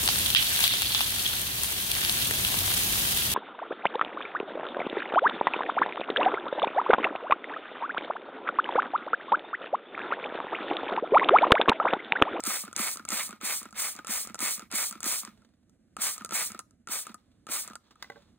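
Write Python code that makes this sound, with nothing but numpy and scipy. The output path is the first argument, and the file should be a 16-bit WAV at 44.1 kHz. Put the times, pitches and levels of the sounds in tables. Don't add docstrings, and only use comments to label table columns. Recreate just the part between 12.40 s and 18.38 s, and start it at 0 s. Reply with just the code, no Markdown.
import sys
import numpy as np
from scipy import signal
from scipy.fft import rfft, irfft, next_fast_len
from scipy.io import wavfile

SR = 44100
rng = np.random.default_rng(int(sys.argv[2]) if len(sys.argv) > 2 else 0)


def master_out(mix):
    frames = np.transpose(np.atleast_2d(mix))
    ceiling = np.clip(frames, -1, 1)
    pcm = np.round(ceiling * 32767).astype(np.int16)
    wavfile.write(sys.argv[1], SR, pcm)


N = 263806
FAST = next_fast_len(N)


def amp(db):
    return 10 ** (np.asarray(db) / 20)


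def rms_one(x):
    return x / np.sqrt(np.mean(x ** 2) + 1e-20)


def at_hz(points, size):
    hz, value = np.transpose(points)
    grid_hz = np.arange(size // 2 + 1) * SR / size
    return np.interp(np.log(grid_hz + 1), np.log(hz), value)


def colour(x, spectrum):
    return irfft(rfft(x, FAST) * amp(at_hz(spectrum, FAST)), FAST)[..., :N]


def coloured_noise(spectrum):
    return rms_one(colour(rng.standard_normal(N), spectrum))


def drift(hz):
    r = np.exp(-2 * np.pi * hz / SR)
    warm_up = 9000
    noise = rng.standard_normal(N + warm_up)
    return rms_one(signal.lfilter([1], [1, -2 * r, r * r], noise)[warm_up:])


def clicks(times, gains):
    out = np.full(N, 1e-18)
    np.add.at(out, (np.asarray(times) * SR).astype(int), gains)
    return out


def dying(x, t60):
    return signal.lfilter([1], [1, -amp(-60 / (t60 * SR))], x)


def ring(x, hz, t60):
    r, w = amp(-60 / (t60 * SR)), 2 * np.pi * hz / SR
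    return signal.lfilter([0, np.sin(w)], [1, -2 * r * np.cos(w), r * r], x)


def struck(times, level_db, modes):
    chance_db = rng.normal(0, 2.5, (len(times), len(modes)))
    out = 0
    for k, (hz, db, t60) in enumerate(modes):
        blows = clicks(times, amp(level_db + db + chance_db[:, k]))
        out = out + ring(blows, hz, t60)
    return out


def gain_curve(tables, axis):
    t, out = np.arange(N) / SR, np.zeros(N)
    for rows in tables:
        rows = np.array(rows)
        fade_in = np.clip((t - rows[0, 0]) / .004 + 1, 0, 1)
        fade_out = np.clip((rows[-1, 0] - t) / .02 + 1, 0, 1)
        level = amp(np.interp(t, rows[:, 0], rows[:, axis]))
        out = np.maximum(out, fade_in * fade_out * level)
    return out


def grains(per_s, spread_db):
    sizes = amp(spread_db * np.minimum(rng.exponential(1, N), 4)) * rng.choice([-1, 1], N)
    return rms_one(sizes * (rng.random(N) < per_s / SR))


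def echoes(t60):
    t = np.arange(int(.4 * SR)) / SR
    tail = rng.standard_normal((2, len(t))) * amp(-60 * t / t60) * (t > .0008)
    return tail / np.sqrt(np.sum(tail ** 2, axis=1, keepdims=True))


# pitch_hz, lead_rad
PORT_LEAD = [(100, 0), (1000, .5), (1800, .3), (3400, 1.5), (4700, 2.9), (5500, 3.4), (6600, 4.8),
             (7900, 6.1), (9300, 6.4), (10500, 7.9), (11600, 9.2), (13500, 9.6), (14100, 11), (14900, 12.4),
             (16000, 12.6)]
# pitch_hz, level_db
PORT_SHADE = [(80, -1), (250, -5), (550, -9.5), (1100, 1), (2400, -1.5), (4000, -6), (6000, 1),
              (16000, -0.5)]
TRAY_T60_S, TRAY_DB = .015, -14
ROOM_T60_S, ROOM_DB = .3, -21


def ports(x):
    size = next_fast_len(N + SR // 2)
    half = amp(at_hz(PORT_SHADE, size) / 2) * np.exp(.5j * at_hz(PORT_LEAD, size))
    direct = np.array([half, 1 / half])
    tails = rfft(amp(TRAY_DB) * echoes(TRAY_T60_S) + amp(ROOM_DB) * echoes(ROOM_T60_S), size)
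    return irfft(rfft(x, size) * (direct + tails * abs(direct)), size)[:, :N]


# pitch_hz, level_db
PORT_SCATTER = [(100, -14), (500, 1), (1500, -8), (3000, 0), (4400, -3), (5100, -22), (6300, -4),
                (8600, -20), (10300, -4), (12500, -22), (14200, -3), (15300, -20)]


def wide(grainy, spectrum, gain):
    common = rms_one(colour(rng.standard_normal(N) + grainy, spectrum))
    separate = rms_one(colour(rng.standard_normal((2, N)) + grainy, spectrum))
    left, right = colour(separate, PORT_SCATTER)
    return ports(common * gain) + np.array([colour(left, PORT_SHADE), right]) * gain


# (per Hz, relative)
MURMUR_COLOUR = [(20, -22.5), (45, -2), (90, 2.5), (150, -2), (220, 6), (400, -13.5), (650, -14),
                 (900, -30.5), (1500, -22.5), (3000, -33.5), (5000, -32), (8000, -31.5), (12000, -35),
                 (15500, -55.5)]
MURMUR_DB = -66.5


def room_tone():
    return wide(0, MURMUR_COLOUR, amp(MURMUR_DB + 1.5 * drift(3) + 1.5 * drift(12)))


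# time_s, level_db (before the clumping)
HAND_SHIFTS = [
    [(2.93, -71.5), (3.04, -78.5), (3.272, -94.5), (3.4, -96.5)],
    [(4.24, -91), (4.284, -102), (4.45, -96)],
    [(4.78, -74), (4.868, -81), (5.05, -85)],
    [(5.4, -74), (5.542, -75), (5.62, -66.5)],
    [(5.64, -63), (5.708, -64), (5.828, -71), (5.98, -80)],
]
# (per Hz, relative)
SKIN_COLOUR = [(300, -3), (600, -6.5), (1300, -3.5), (2500, -13), (3800, -7), (6000, -14.5), (12000, -26.5)]


def rustle():
    slips = .5 * grains(1500, 4)
    return wide(slips, SKIN_COLOUR, gain_curve(HAND_SHIFTS, axis=1) * amp(2 * drift(12)))


# start_s, level_db (nominal), t60_s
FINGER_TAPS = [(2.975, -57, 0.04), (3.048, -53.5, 0.041), (3.0889, -65, 0.043), (3.1373, -64, 0.039),
               (3.2301, -67.5, 0.045), (4.916, -62, 0.044), (5.442, -63, 0.04), (5.5079, -49, 0.085),
               (5.8206, -55.5, 0.055)]


def taps():
    envelope = sum(dying(clicks([s], amp(db - 4.5)), t60) for s, db, t60 in FINGER_TAPS)
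    return envelope * coloured_noise(SKIN_COLOUR)


# start_s, level_db (nominal), tilt_db_per_octave (about 1.2 kHz), crack_db (nominal)
SET_DOWN_KNOCKS = [(5.625, -39, 10.5, -44), (5.644, -48, 7, -80), (5.7, -31.5, -1, -59),
                   (5.72, -46, 0, -69), (5.759, -45, -5.5, -82), (5.766, -48.5, -7, -79)]
# pitch_hz, level_db (before tilt and chance), t60_s
BOTTLE_MODES = [(467, -9, 0.098), (572, -9, 0.15), (820, -1, 0.052), (1110, -4.5, 0.072), (1540, 5.5, 0.03),
                (2010, 1, 0.037), (2900, -16, 0.029), (3900, -4.5, .014)]


def knocks():
    start_s, _, _, crack_db = np.transpose(SET_DOWN_KNOCKS)
    hits = clicks(start_s, amp(crack_db + 12.0))
    envelope = dying(hits, 0.018) + amp(-18.5) * dying(hits, 0.17)
    crack = envelope * coloured_noise(PATTER_COLOUR)
    body = 0
    for s, db, tilt_db, _ in SET_DOWN_KNOCKS:
        tilted = [(hz, g + tilt_db * np.log2(hz / 1200), t60) for hz, g, t60 in BOTTLE_MODES]
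        body = body + struck([s], db - 7.5, tilted)
    body = signal.lfilter(np.hanning(9) / 4, 1, body)
    return crack + body * (1 + .3 * drift(200))


# squeeze_s, rise_s (to full jet), hold_s, hiss_db (peak),
# sag_db (of the hiss while the jet holds), patter_db (crest), drum_db (tray drumming over the patter)
TRIGGER_STROKES = [(0.039, 0.029, 0.15, -29, 6.5, -37, -12), (0.364, 0.032, 0.14, -30, 3, -36.5, -9),
                   (0.688, 0.04, 0.14, -30.5, 6, -38, -9.5), (1.018, 0.037, 0.13, -30.5, 2, -38, -8),
                   (1.357, 0.036, 0.13, -28, 10, -38.5, -9.5), (1.673, 0.035, 0.12, -29, 3.5, -40, -10.5),
                   (1.992, 0.027, 0.13, -28.5, 3, -37, -8.5), (2.317, 0.037, 0.13, -27, 5.5, -37.5, -10),
                   (2.631, 0.028, 0.14, -27.5, 4.5, -38.5, -13), (3.593, 0.027, 0.12, -26, 10, -37.5, -15),
                   (3.914, 0.028, 0.13, -28, 4.5, -38, -6), (4.492, 0.027, 0.1, -30, 7, -40.5, -21.5),
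                   (5.093, 0.022, 0.11, -30, 5, -40, -15.5)]
# let_go_snap_db, let_go_ring_db, valve_snap_db, valve_ring_db, stop_ring_db
LEVER_RETURNS = [(0.237, 0.014, 0.042, -47, -37, -37, -38, -34.5),
                 (0.558, 0.014, 0.037, -37.5, -41, -35, -36, -35.5),
                 (0.892, 0.016, 0.036, -40, -38, -39, -42, -33.5),
                 (1.215, 0.015, 0.04, -47.5, -41, -32.5, -42, -36.5),
                 (1.552, 0.012, 0.037, -39.5, -42.5, -37.5, -48, -30),
                 (1.85, 0.023, 0.048, -37.5, -46, -34, -41, -38),
                 (2.179, 0.016, 0.042, -42, -40, -37.5, -39, -38.5),
                 (2.511, 0.015, 0.043, -35.5, -42.5, -34, -35, -37.5),
                 (2.833, 0.017, 0.042, -42.5, -40, -35.5, -38.5, -38),
                 (3.762, 0.018, 0.046, -60, -54, -34.5, -39, -36),
                 (4.103, 0.016, 0.044, -54.5, -40.5, -33.5, -46, -30.5),
                 (4.652, 0.016, 0.042, -60, -61, -35.5, -37, -41),
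                 (5.252, 0.025, 0.048, -53, -49, -34.5, -37, -41)]
LEAD_IN_S, DIE_S = 0.013, 0.049
HISS_WAKE_DB, HISS_SQUEEZE_DB, HISS_STOP_DB, HISS_END_DB = -71.5, -52.5, -71, -82
HISS_HALF_SAG = .3
DRIBBLE_S, DRIBBLE_DB = 0.023, 11
PATTER_WAKE_DB, PATTER_SQUEEZE_DB = -60, -49.5
PATTER_SHUT_DB, PATTER_STOP_DB, PATTER_END_DB = -57, -55.5, -69.5
PATTER_RISE_DB, PATTER_CREST_S = 1.5, 0.058


def stroke_curves():
    hiss, drops = [], []
    for stroke, (let_go, _, travel, *_) in zip(TRIGGER_STROKES, LEVER_RETURNS):
        squeeze, rise, hold, hiss_db, sag_db, patter_db, drum_db = stroke
        wake, full = squeeze - LEAD_IN_S, squeeze + rise
        shut, stop = full + hold, let_go + travel
        end = stop + DIE_S
        hiss.append([(wake, HISS_WAKE_DB), (squeeze, HISS_SQUEEZE_DB), (full, hiss_db),
                     (full + hold / 2, hiss_db - HISS_HALF_SAG * sag_db), (shut, hiss_db - sag_db),
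                     (shut + DRIBBLE_S, hiss_db - sag_db - DRIBBLE_DB),
                     (stop, HISS_STOP_DB), (end, HISS_END_DB)])
        patter = [(wake, PATTER_WAKE_DB), (squeeze, PATTER_SQUEEZE_DB), (full, patter_db - PATTER_RISE_DB),
                  (shut - PATTER_CREST_S, patter_db), (shut, PATTER_SHUT_DB),
                  (stop, PATTER_STOP_DB), (end, PATTER_END_DB)]
        drops.append([(s, db, db + drum_db) for s, db in patter])
    return gain_curve(hiss, axis=1), gain_curve(drops, axis=1), gain_curve(drops, axis=2)


# pitch_hz, level_db (relative to the drag), t60_s
PISTON_MODES = [(1222, -26.5, 0.03), (1350, -34, 0.0061), (2050, -39, 0.007)]


def pump():
    _, flow, _ = stroke_curves()
    drag = flow * amp(2.5 * drift(60)) * grains(3000, 3)
    return sum(amp(db) * ring(drag, hz, t60) for hz, db, t60 in PISTON_MODES)


# start_s, level_db (nominal)
PISTON_THUMPS = [(0.074, -27.5), (0.368, -40.5), (0.396, -28.5), (0.701, -38.5), (0.726, -31), (1.03, -35),
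                 (1.327, -46.5), (1.691, -34.5), (2.005, -39), (2.025, -29.5), (2.335, -32), (2.636, -41),
                 (2.661, -30.5), (3.584, -41), (3.844, -46.5), (3.926, -37), (4.492, -39.5), (4.678, -50),
                 (4.743, -47), (5.095, -38.5)]
THUMP_HZ, LET_GO_THUMP_HZ, STOP_THUMP_HZ = 280.2, 244, 272.3
LET_GO_THUMP_DB, STOP_THUMP_DB = -4.5, -40
THUMP_LAG_S = 0.0035
THUMP_SPREAD = 0.05


def thump_rows():
    rows = [(s, db, THUMP_HZ) for s, db in PISTON_THUMPS]
    for let_go, _, _, _, ring_db, *_ in LEVER_RETURNS:
        rows.append((let_go, ring_db + LET_GO_THUMP_DB, LET_GO_THUMP_HZ))
    for let_go, _, travel, *_ in LEVER_RETURNS:
        rows.append((let_go + travel + THUMP_LAG_S, STOP_THUMP_DB, STOP_THUMP_HZ))
    return rows


def thumps():
    out, t = np.zeros(N), np.arange(3000) / SR
    shape = (t / 0.0053) ** 2 * np.exp(2 - 2 * t / 0.0043)
    sagging_time = 0.83 * t + 0.0025 * (1 - np.exp(-t / 0.0059))
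    for s, db, hz in thump_rows():
        turns = hz * (1 + THUMP_SPREAD * rng.standard_normal()) * sagging_time
        wave = np.sin(2 * np.pi * turns + rng.uniform(0, 2 * np.pi))
        i = int(s * SR)
        out[i:i + 3000] += amp(db + 2.66) * shape * wave
    return out


# start_s, snap_db, ring_db (both nominal)
LEVER_TICKS = [(0.004, -33.5, -36.5), (0.038, -25.5, -39), (0.053, -31, -31.5), (0.064, -31, -30.5),
               (0.07, -37, -31), (0.329, -39.5, -38), (0.364, -24.5, -39), (0.378, -32, -31.5),
               (0.392, -34.5, -29.5), (0.652, -39, -35.5), (0.689, -25, -38), (0.879, -48, -43),
               (0.705, -24, -34.5), (0.72, -31, -25.5), (1.013, -41, -38.5), (1.308, -46, -54),
               (1.327, -45.5, -41), (1.647, -41.5, -34), (1.67, -30.5, -37), (1.68, -34, -36),
               (1.945, -33, -33.5), (1.955, -42, -36.5), (1.991, -27, -34.5), (2.005, -26.5, -30),
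               (2.205, -53.5, -38), (2.315, -32.5, -41.5), (2.325, -31.5, -29), (2.605, -31, -41),
               (2.631, -29, -36.5), (2.643, -27, -36), (3.02, -66, -56), (3.296, -59.5, -69.5),
               (3.567, -36, -32), (3.588, -63, -36.5), (3.82, -46, -41.5), (3.848, -29.5, -32),
               (3.86, -44.5, -41), (3.892, -41.5, -38.5), (3.909, -32, -35), (3.923, -37.5, -28),
               (4.192, -31, -31), (4.2, -43.5, -43.5), (4.309, -58, -59), (4.473, -37.5, -32.5),
               (4.487, -39, -36), (4.715, -60, -58), (4.744, -40, -39.5), (5.068, -39.5, -34),
               (5.089, -58, -32), (5.309, -64, -42), (5.334, -49, -41.5), (5.355, -36, -35),
               (5.556, -66, -50)]
TICK_HZ, LET_GO_HZ, VALVE_HZ, STOP_HZ, GRIP_SPREAD = 1323.5, 1200, 1282, 1357, 0.028
STOP_SNAP_DB = -51.5
CHATTER_SNAP_DB, CHATTER_RING_DB, CHATTER_SPREAD_DB = -60, -50.5, 2


def tick_rows():
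    rows = [(s, snap_db, ring_db, TICK_HZ) for s, snap_db, ring_db in LEVER_TICKS]
    for let_go, delay, travel, go_snap_db, go_ring_db, valve_snap_db, valve_ring_db, stop_db in LEVER_RETURNS:
        stop = let_go + travel
        rows += [(let_go, go_snap_db, go_ring_db, LET_GO_HZ),
                 (let_go + delay, valve_snap_db, valve_ring_db, VALVE_HZ),
                 (stop, STOP_SNAP_DB, stop_db, STOP_HZ)]
        for offset_s in (rng.uniform(-.018, -.008), rng.uniform(.01, .035)):
            chance_db = CHATTER_SPREAD_DB * rng.standard_normal()
            rows.append((stop + offset_s, CHATTER_SNAP_DB + chance_db, CHATTER_RING_DB + chance_db, TICK_HZ))
    s, snap_db, ring_db, ring_hz = np.transpose(rows)
    return s, snap_db, ring_db, ring_hz * (1 + GRIP_SPREAD * rng.standard_normal(len(s)))


# pitch_hz, level_db (before chance), t60_s
HEAD_SIDE_MODES = [(599, -9, 0.0064), (1244, -13, 0.11), (2080, -22, 0.0057), (2500, -10, 0.0062)]
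# (per Hz, relative)
SNAP_COLOUR = [(1500, -9), (3000, -6.5), (5000, 5.5), (7500, 11), (10000, 5), (13000, -3.5), (16000, -15)]
CLACK_DB, CLACK_T60_S = -8.5, 0.017


def ticks():
    s, snap_db, ring_db, ring_hz = tick_rows()
    hits = clicks(s, amp(snap_db + 5))
    tail = amp(-18) * dying(hits, .055)
    snap = (dying(hits, 0.004) + tail) * coloured_noise(SNAP_COLOUR)
    head, t = np.zeros(N), np.arange(1500) / SR
    shape = t / 0.0053 * np.exp(1 - t / 0.0023)
    sag = 1 + 0.052 * np.exp(-t / 0.00066)
    for i, db, hz in zip((s * SR).astype(int), ring_db, ring_hz):
        head[i:i + 1500] += amp(db + 4.0) * shape * np.sin(2 * np.pi * hz * np.cumsum(sag) / SR)
    roughness = 1 + .45 * drift(400)
    clack = dying(clicks(s, amp(ring_db + CLACK_DB)), CLACK_T60_S) * coloured_noise(SKIN_COLOUR)
    return snap + clack + (head + struck(s, ring_db - 0.5, HEAD_SIDE_MODES)) * roughness


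# (per Hz, relative)
NOZZLE_COLOUR = [(2000, -28), (4000, -10), (5200, -5), (6500, -4), (8600, 0), (10500, -3), (12500, -2.5),
                 (14200, -5.5), (16000, -7)]
# (per Hz, relative)
PATTER_COLOUR = [(150, -20), (400, -11.5), (800, -2.5), (1250, 0), (1600, 0.5), (2200, -3), (2500, -2.5),
                 (2900, -9.5), (3600, -3), (4200, -5), (5500, -4), (8000, -15.5)]
# (per Hz, relative)
TRAY_COLOUR = [(1200, -29), (1800, -5), (2200, 3.5), (2600, -7.5), (3500, -27.5)]


def spray():
    sputter = drift(120)
    fine, coarse = .6 * grains(6000, 3.5), .7 * grains(2500, 3.5)
    hiss, patter, drum = stroke_curves()
    hiss = hiss * amp(.9 * sputter + .3 * drift(25) - .3)
    patter = patter * amp(sputter + 1.3 * drift(40) - 1.5)
    drum = drum * amp(2.0 * drift(50))
    return wide(fine, NOZZLE_COLOUR, hiss) + wide(coarse, PATTER_COLOUR, patter) + wide(coarse, TRAY_COLOUR, drum)


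BOTTLE_HZ, BOTTLE_T60_S = 219.2, 0.056


def scene():
    pushes = thumps()
    pushes += amp(-41.0) * ring(pushes, BOTTLE_HZ, BOTTLE_T60_S)
    sprayer = ports(ticks() + pushes + pump() + taps() + knocks()) + spray() + rustle()
    no_bass = signal.butter(3, 130, "high", fs=SR, output="sos")
    return signal.sosfilt(no_bass, sprayer) + room_tone()


def record(dry):
    return signal.sosfilt(signal.ellip(12, .5, 75, 15750, fs=SR, output="sos"), dry)


dry = scene()
out = record(dry)
master_out(out)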